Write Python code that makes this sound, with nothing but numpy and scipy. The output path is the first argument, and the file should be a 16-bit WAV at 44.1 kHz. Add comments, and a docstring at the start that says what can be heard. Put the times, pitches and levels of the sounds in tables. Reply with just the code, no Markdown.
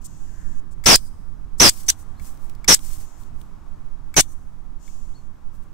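"""Trapped weasel in a meadow

A weasel in a box trap gives five harsh shrieking barks, so close that they overload the microphone.
Between them it hisses, spits and clicks its mouth. Someone steps back through the grass, brushing
blades and snapping stalks. Wind rumbles on the microphone; a far bird calls twice over a distant wash."""
import sys
import numpy as np
from scipy import signal
from scipy.fft import rfft, irfft, next_fast_len
from scipy.io import wavfile

SR = 44100
rng = np.random.default_rng(int(sys.argv[2]) if len(sys.argv) > 2 else 0)


def persist_wave(psi):
    """Save psi, clipped to +-1, as 16-bit WAV."""
    counts = np.round(np.clip(psi, -1, 1) * 32767).astype(np.int16)
    wavfile.write(sys.argv[1], SR, np.atleast_2d(counts).T)


N = 252693
TIME = np.arange(N) / SR

# spectrum of spits and of the snap that ends a bark: (frequency [Hz], density [dB])
SNAP_SPECTRUM = [(1500, -13.5), (3000, -11), (6000, -1.5), (8000, 1.5), (10000, -7), (16000, -14.5)]


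def from_db(db):
    """Decibels to gain."""
    return 10 ** (np.asarray(db) / 20)


def rms_one(x):
    """Scale to unit power."""
    return x / np.sqrt(np.mean(x ** 2) + 1e-20)


def pan(db):
    """Stereo gains, left over right by db."""
    return from_db([[db / 2], [-db / 2]])


def cut(x, hz, kind, order=2):
    """Butterworth low- or high-pass."""
    return signal.sosfilt(signal.butter(order, min(hz, .45 * SR), kind, fs=SR, output="sos"), x + 1e-18)


def bell(x, hz, width_hz, db):
    """Lift or dip a band."""
    band = signal.lfilter(*signal.iirpeak(hz, hz / (width_hz * from_db(-db / 2)), fs=SR), x)
    return x + (from_db(db) - 1) * band


def ring(x, hz, t60_s):
    """One decaying resonance."""
    radius, angle = from_db(-60 / (t60_s * SR)), 2 * np.pi * hz / SR
    return signal.lfilter([0, np.sin(angle)], [1, -2 * radius * np.cos(angle), radius ** 2], x + 1e-18)


def gate(start_s, end_s, edge_s):
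    """Window with sloping edges."""
    return np.clip(np.minimum(TIME - start_s, end_s - TIME) / edge_s + .5, 0, 1)


def hump(centre_s, half_width_s):
    """Gaussian envelope of height 1."""
    return np.exp(-((TIME - centre_s) / half_width_s) ** 2)


def bursts(events, decay_s):
    """Sudden decaying envelopes, one per (time [s], level [dB])."""
    return sum(from_db(db) * (TIME >= s) * np.exp(-np.abs(TIME - s) / decay_s) for s, db in events)


def drift(hz):
    """Unit-power random wander, low-passed at hz."""
    return rms_one(cut(rng.standard_normal(N + SR), hz, "low")[SR:])


def noise(spectrum, correlation):
    """Unit-power stereo noise from (frequency [Hz], density [dB])."""
    hz, db = np.transpose(spectrum)
    size = next_fast_len(N)
    bins_hz = np.fft.rfftfreq(size, 1 / SR)
    gain = from_db(np.interp(np.log(bins_hz + 1), np.log(hz), db, left=-120))
    mid, side = irfft(rfft(rng.standard_normal((2, size))) * gain)[:, :N]
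    return rms_one(np.sqrt(1 + correlation) * mid + np.sqrt(1 - correlation) * side * [[1], [-1]])


def rough_tone(phase, width_hz):
    """Chaotic vibration: tumbling amplitude and phase widen a line to a band."""
    return rms_one(drift(width_hz) * np.cos(phase) + drift(width_hz) * np.sin(phase))


def wind():
    """An easing, gusty breeze buffets mostly the right microphone port; the rumble dips briefly."""
    # gusts, and brief dips in the rumble's level: (centre [s], half-width [s], change [dB])
    swings = [(0.497, 0.046, 7), (2.22, 0.021, 6.5), (2.97, 0.09, 5), (3.108, 0.042, -13.5),
              (3.354, 0.068, 6), (5.403, 0.049, -6.5)]
    # rumble in the exposed port: (frequency [Hz], density [dB])
    exposed_spectrum = [(3, -2), (8, -5), (14, -9), (25, -16), (43, -23.5), (65, -29), (100, -32),
                        (150, -37), (200, -41), (300, -48.5), (500, -67.5), (1500, -90.5)]
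    # rumble in the sheltered port: (frequency [Hz], density [dB])
    lee_spectrum = [(20, -3), (80, -1), (130, -8.5), (200, -9), (300, -16.5), (500, -29), (1500, -57)]
    easing_db_per_s, fade_in_s = 0.76, .02
    swing_db = sum(db * hump(s, half_width_s) for s, half_width_s, db in swings)
    strength = from_db(-42 - easing_db_per_s * TIME + swing_db) * np.minimum(TIME / fade_in_s, 1)
    exposed = from_db(18.5) * strength * noise(exposed_spectrum, correlation=0)[1]
    sheltered = from_db(-22.5) * np.sqrt(strength) * noise(lee_spectrum, correlation=0)[0]
    return np.array([sheltered, exposed])


def distant_wash():
    """Faint noise of the countryside all around."""
    # level curve: (time [s], level [dB])
    levels = [(0.0, -62.5), (1.57, -62), (1.78, -58.5), (2.89, -58.5), (4.76, -63), (5.7, -62)]
    # wash: (frequency [Hz], density [dB])
    spectrum = [(200, -9), (300, 0), (480, -10), (750, -5.5), (1100, -3), (1500, -10.5), (2000, -17.5),
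                (2800, -22.5), (4500, -26), (6500, -25.5), (9000, -33.5), (16000, -37)]
    level_db = np.interp(TIME, *np.transpose(levels))
    return from_db(4.5 + level_db) * pan(1.2) * noise(spectrum, correlation=0.37)


def hisses():
    """Each hiss builds, fades as the air runs out, and stops."""
    # breaths: (start [s], length [s], attack [s], level [dB], fade [dB/s])
    breaths = [(0.01, 0.593, 0.0067, -53.5, 4.5), (2.97, 0.32, 0.043, -49, 43),
               (4.787, 0.494, 0.085, -45.5, 44.5)]
    # hiss: (frequency [Hz], density [dB])
    spectrum = [(2500, -4), (4000, -10.5), (5500, -1.5), (6900, 5), (8500, -6.5), (11000, -13.5),
                (14000, -11), (16000, -22)]
    envelope = 0
    for s, length_s, attack_s, db, fade_db_per_s in breaths:
        attack = np.clip((TIME - s) / attack_s, 0, 1)
        fade = from_db(db - fade_db_per_s * np.clip(TIME - s, 0, length_s))
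        envelope += attack * fade * gate(s, s + length_s, edge_s=0.008)
    return from_db(-6.5) * envelope * noise(spectrum, correlation=0.067)


def spits():
    """Short, thin puffs of noise from the mouth."""
    # puffs: (start [s], length [s], level [dB])
    puffs = [(0.044, 0.026, -41), (0.71, 0.028, -58.5), (0.84, 0.02, -41.5), (1.583, 0.036, -45),
             (1.864, 0.013, -41.5), (4.157, 0.013, -40.5)]
    envelope = sum(from_db(db) * gate(s, s + length_s, edge_s=0.0067) for s, length_s, db in puffs)
    return from_db(-2) * cut(envelope * noise(SNAP_SPECTRUM, correlation=0.1563), 5000, "high")


def sough():
    """One early gust sings faintly through the grass."""
    spectrum = [(1100, -23), (1700, -5), (2400, -26), (6000, -63)]
    return from_db(-60) * hump(centre_s=0.44, half_width_s=0.19) * noise(spectrum, correlation=.3)


def mouth_clicks():
    """Wet clicks as the jaws part ring the mouth cavity."""
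    # clicks: (time [s], level [dB])
    clicks = [(0.839, -36.5), (0.846, -39.5), (2.197, -46.5), (2.644, -36), (4.141, -34.5), (4.878, -49.5)]
    # mouth resonances: (frequency [Hz], gain [dB], t60 [s])
    modes = [(2259, -6.5, .04), (2665, -15, .015), (3520, -13, 0.016), (5004, -13, .012),
             (7890, -3.5, 0.0027)]
    touch = bursts(clicks, decay_s=0.0035) * noise([(1000, 0.0047), (16000, 0.0041)], correlation=0.25)
    cavity = sum(from_db(db) * ring(touch, hz, t60_s) for hz, db, t60_s in modes)
    return from_db(-0.5) * touch + from_db(-11) * cavity


def barks():
    """Rough shrieks that flick up, sag and end in a snap. Returns (audible, ultrasound)."""
    # barks: (start [s], length [s], force [dB], top pitch [Hz], end pitch [Hz], snap [dB],
    #         ultrasound [dB], ultrasound pan [dB], shriek swell [dB])
    calls = [(0.858, 0.103, -1.5, 5987, 5002, -6, 2, 5, 7), (1.598, 0.1, -1, 6052, 4864, -7.5, 0, 4.5, 0),
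             (1.882, 0.023, -4, 5898, 5688, -9, -15, -6.5, 0),
             (2.678, 0.07, 0, 5963, 5477, -2.5, -3, 4, -1),
             (4.164, 0.047, -2.5, 6300, 5950, -7.5, -2, 2.5, -1.5)]
    # rasp: (frequency [Hz], density [dB])
    rasp_spectrum = [(1500, -13), (3500, -8), (5000, -5), (6300, -0.5), (7200, -8.5), (8500, -4),
                     (10500, -8), (13000, -11), (16000, -11.5)]
    force, closing, effort, swell_db, contour = 0, 0, 0, 0, []
    for s, length_s, db, top_hz, end_hz, snap_db, ultra_db, pan_db, rise_db in calls:
        end_s = s + length_s
        progress = np.clip((TIME - s) / length_s, 0, 1)
        arch = np.abs(np.sin(np.pi * progress ** 0.78)) ** 0.64
        force += from_db(db) * gate(s + .002, end_s - .003, edge_s=.005)
        swell_db += rise_db * (progress - .5) * gate(s, end_s, edge_s=.002)
        closing += from_db(snap_db) * hump(end_s - 0.0027, half_width_s=0.0036)
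        effort += from_db(ultra_db) * pan(pan_db) * arch
        contour += [(s, .9 * top_hz), (s + .17 * length_s, top_hz),
                    (s + 0.45 * length_s, .75 * end_hz + 0.27 * top_hz), (end_s, end_hz)]
    pitch_hz = np.interp(TIME, *np.transpose(contour)) + 130 * drift(hz=140)
    phase = 2 * np.pi * np.cumsum(pitch_hz) / SR
    tone = np.sin(phase) + 1.1 * rough_tone(phase, width_hz=340)
    # the shriek swells as it sinks into the resonance of the open mouth
    shriek = from_db(swell_db - 10) * bell(tone, hz=5200, width_hz=820, db=4.5)
    # bouncing out of the box, it reaches the left port by another path
    bounced = from_db(-14) * shriek + from_db(-11) * rough_tone(phase, width_hz=240)
    rasp = from_db(-11.5) * pan(0.93) * noise(rasp_spectrum, correlation=0.099)
    snap = closing * noise(SNAP_SPECTRUM, correlation=0.18)
    ultrasound = effort * noise([(17000, 0), (22000, 0)], correlation=.4)
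    flutter = from_db(1.4 * drift(hz=150))
    return force * flutter * (np.array([bounced, shriek]) + rasp) + snap, ultrasound


def overload(audible, ultrasound):
    """A bark saturates the capsules; its rectified ultrasound splatters down into the bass."""
    rectified = cut(np.tanh((ultrasound / 1.343) ** 2), 33, "high")
    splatter = from_db(-1) * cut(rectified, 5400, "low")
    bass = from_db(-2) * cut(rectified, 500, "low", order=1)
    saturated = .8 * np.tanh(audible / .8)
    return cut(saturated + splatter + bass, 13000, "low", order=1)


def reflections(voice):
    """The box rings briefly, grass scatters a faint tail, a far hedge returns a smeared echo."""
    box_t60_s, grass_t60_s, hedge_delay_s, hedge_smear_s = 0.072, 1.0, .12, 0.011
    t = TIME[:SR // 2]
    box = from_db(-17) * rms_one(from_db(-60 * t / box_t60_s))
    scatter = from_db(-41.5) * rms_one(from_db(-60 * t / grass_t60_s))
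    hedge = from_db(-44.5) * rms_one(np.exp(-((t - hedge_delay_s) / hedge_smear_s) ** 2))
    near, far = rng.standard_normal((2, 2, len(t))) / np.sqrt(len(t))
    box_response = bell(box * near, hz=3400, width_hz=1400, db=9)
    foliage_response = cut((scatter + hedge) * far, 5500, "high")
    # the shriek is beamed forwards, so mostly the rasp comes back
    off_axis = bell(voice, hz=5500, width_hz=1300, db=-8)
    return pan(1.5) * signal.fftconvolve(off_axis, box_response + foliage_response, axes=1)[:, :N]


def grass_brushes():
    """Blades bend past the boots, flick back in small ticks and settle."""
    # boot strokes: (peak time [s], level [dB], swell [s])
    strokes = [(1.74, -37.5, 0.041), (1.805, -38, 0.053), (2.0, -48.5, 0.023), (2.275, -41.5, 0.057),
               (2.45, -52, 0.06), (2.87, -38, 0.051), (2.939, -36.5, 0.049), (3.015, -44.5, 0.032),
               (3.215, -50.5, 0.036), (3.41, -57, 0.049), (5.56, -58, 0.032), (5.635, -61, 0.025)]
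    # rustle: (frequency [Hz], density [dB])
    spectrum = [(1200, -20.5), (2000, -11.5), (4000, -9), (6000, -2.5), (8000, -2.5), (11000, -5),
                (14000, -6), (16000, -4)]
    flicks_per_s, tick_decay_s, settle_per_swell = 160, .0004, 0.93
    flicks = (rng.random(N) < flicks_per_s / SR) * rng.exponential(1, N)
    ticks = signal.lfilter([1], [1, -np.exp(-1 / (tick_decay_s * SR))], flicks + 1e-18)
    grains = rms_one(from_db(drift(hz=60.5)) + 0.9 * ticks)
    power = 0
    for s, db, swell_s in strokes:
        settling = np.exp(-np.abs(TIME - s) / (settle_per_swell * swell_s))
        power += (from_db(db) * np.where(TIME < s, hump(s, swell_s), settling)) ** 2
    return from_db(-5.5) * pan(1.1) * np.sqrt(power) * grains * noise(spectrum, correlation=.1)


def far_bird():
    """A nearly pure whistle, slurred upwards and held."""
    # calls: (start [s], level [dB], pitch ratio)
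    calls = [(2.139, -63, 0.96), (5.118, -56, 1.0)]
    # note contour: (time from start [s], pitch [Hz], level [dB])
    note = [(0, 3100, -24), (.022, 3600, -16), (.037, 4400, 0), (.06, 4350, -4), (.085, 4300, -12),
            (.11, 4300, -30)]
    note_s, note_hz, note_db = np.transpose(note)
    whistles = 0
    for start_s, call_db, ratio in calls:
        pitch_hz = ratio * np.interp(TIME - start_s, note_s, note_hz) + 35 * drift(hz=160)
        level_db = call_db + np.interp(TIME - start_s, note_s, note_db, left=-120, right=-120)
        whistles += from_db(level_db) * np.sin(2 * np.pi * np.cumsum(pitch_hz) / SR)
    return whistles


def stalk_snaps():
    """A few stalks break with a short crack."""
    # snaps: (time [s], level [dB])
    snaps = [(2.374, -41), (2.497, -33.5), (2.5508, -38.5), (2.7918, -26.5), (3.2341, -39.5), (3.4145, -35)]
    crack = noise([(1200, -20.5), (3000, -10), (15000, -16)], correlation=0.21)
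    return from_db(-9.5) * pan(-7) * bursts(snaps, decay_s=0.0021) * crack


def scene():
    """The weasel close by, the meadow around it."""
    voice, ultrasound = barks()
    barking = overload(voice, ultrasound) + reflections(voice)
    mouth = pan(6) * (mouth_clicks() + spits() + hisses())
    steps = grass_brushes() + stalk_snaps()
    return barking + mouth + steps + far_bird() + wind() + distant_wash() + sough()


def record(dry):
    """Each microphone port colours its side; peaks are rounded and the top is cut."""
    # port peaks and dips: (channel, frequency [Hz], width [Hz], gain [dB])
    ports = [(0, 8040, 1830, 4.5), (0, 11100, 1520, 5.5), (0, 11950, 804, -6.5), (0, 13600, 1500, 5.5),
             (1, 5400, 1203, 0.5)]
    cutoff_hz = 15700
    sides = list(dry)
    for channel, hz, width_hz, db in ports:
        sides[round(channel)] = bell(sides[round(channel)], hz, width_hz, db)
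    rounded = 1.161 * np.tanh(np.array(sides) / 1.179)
    return signal.sosfilt(signal.ellip(10, .3, 70, cutoff_hz, fs=SR, output="sos"), rounded)


dry = scene()
out = record(dry)
persist_wave(out)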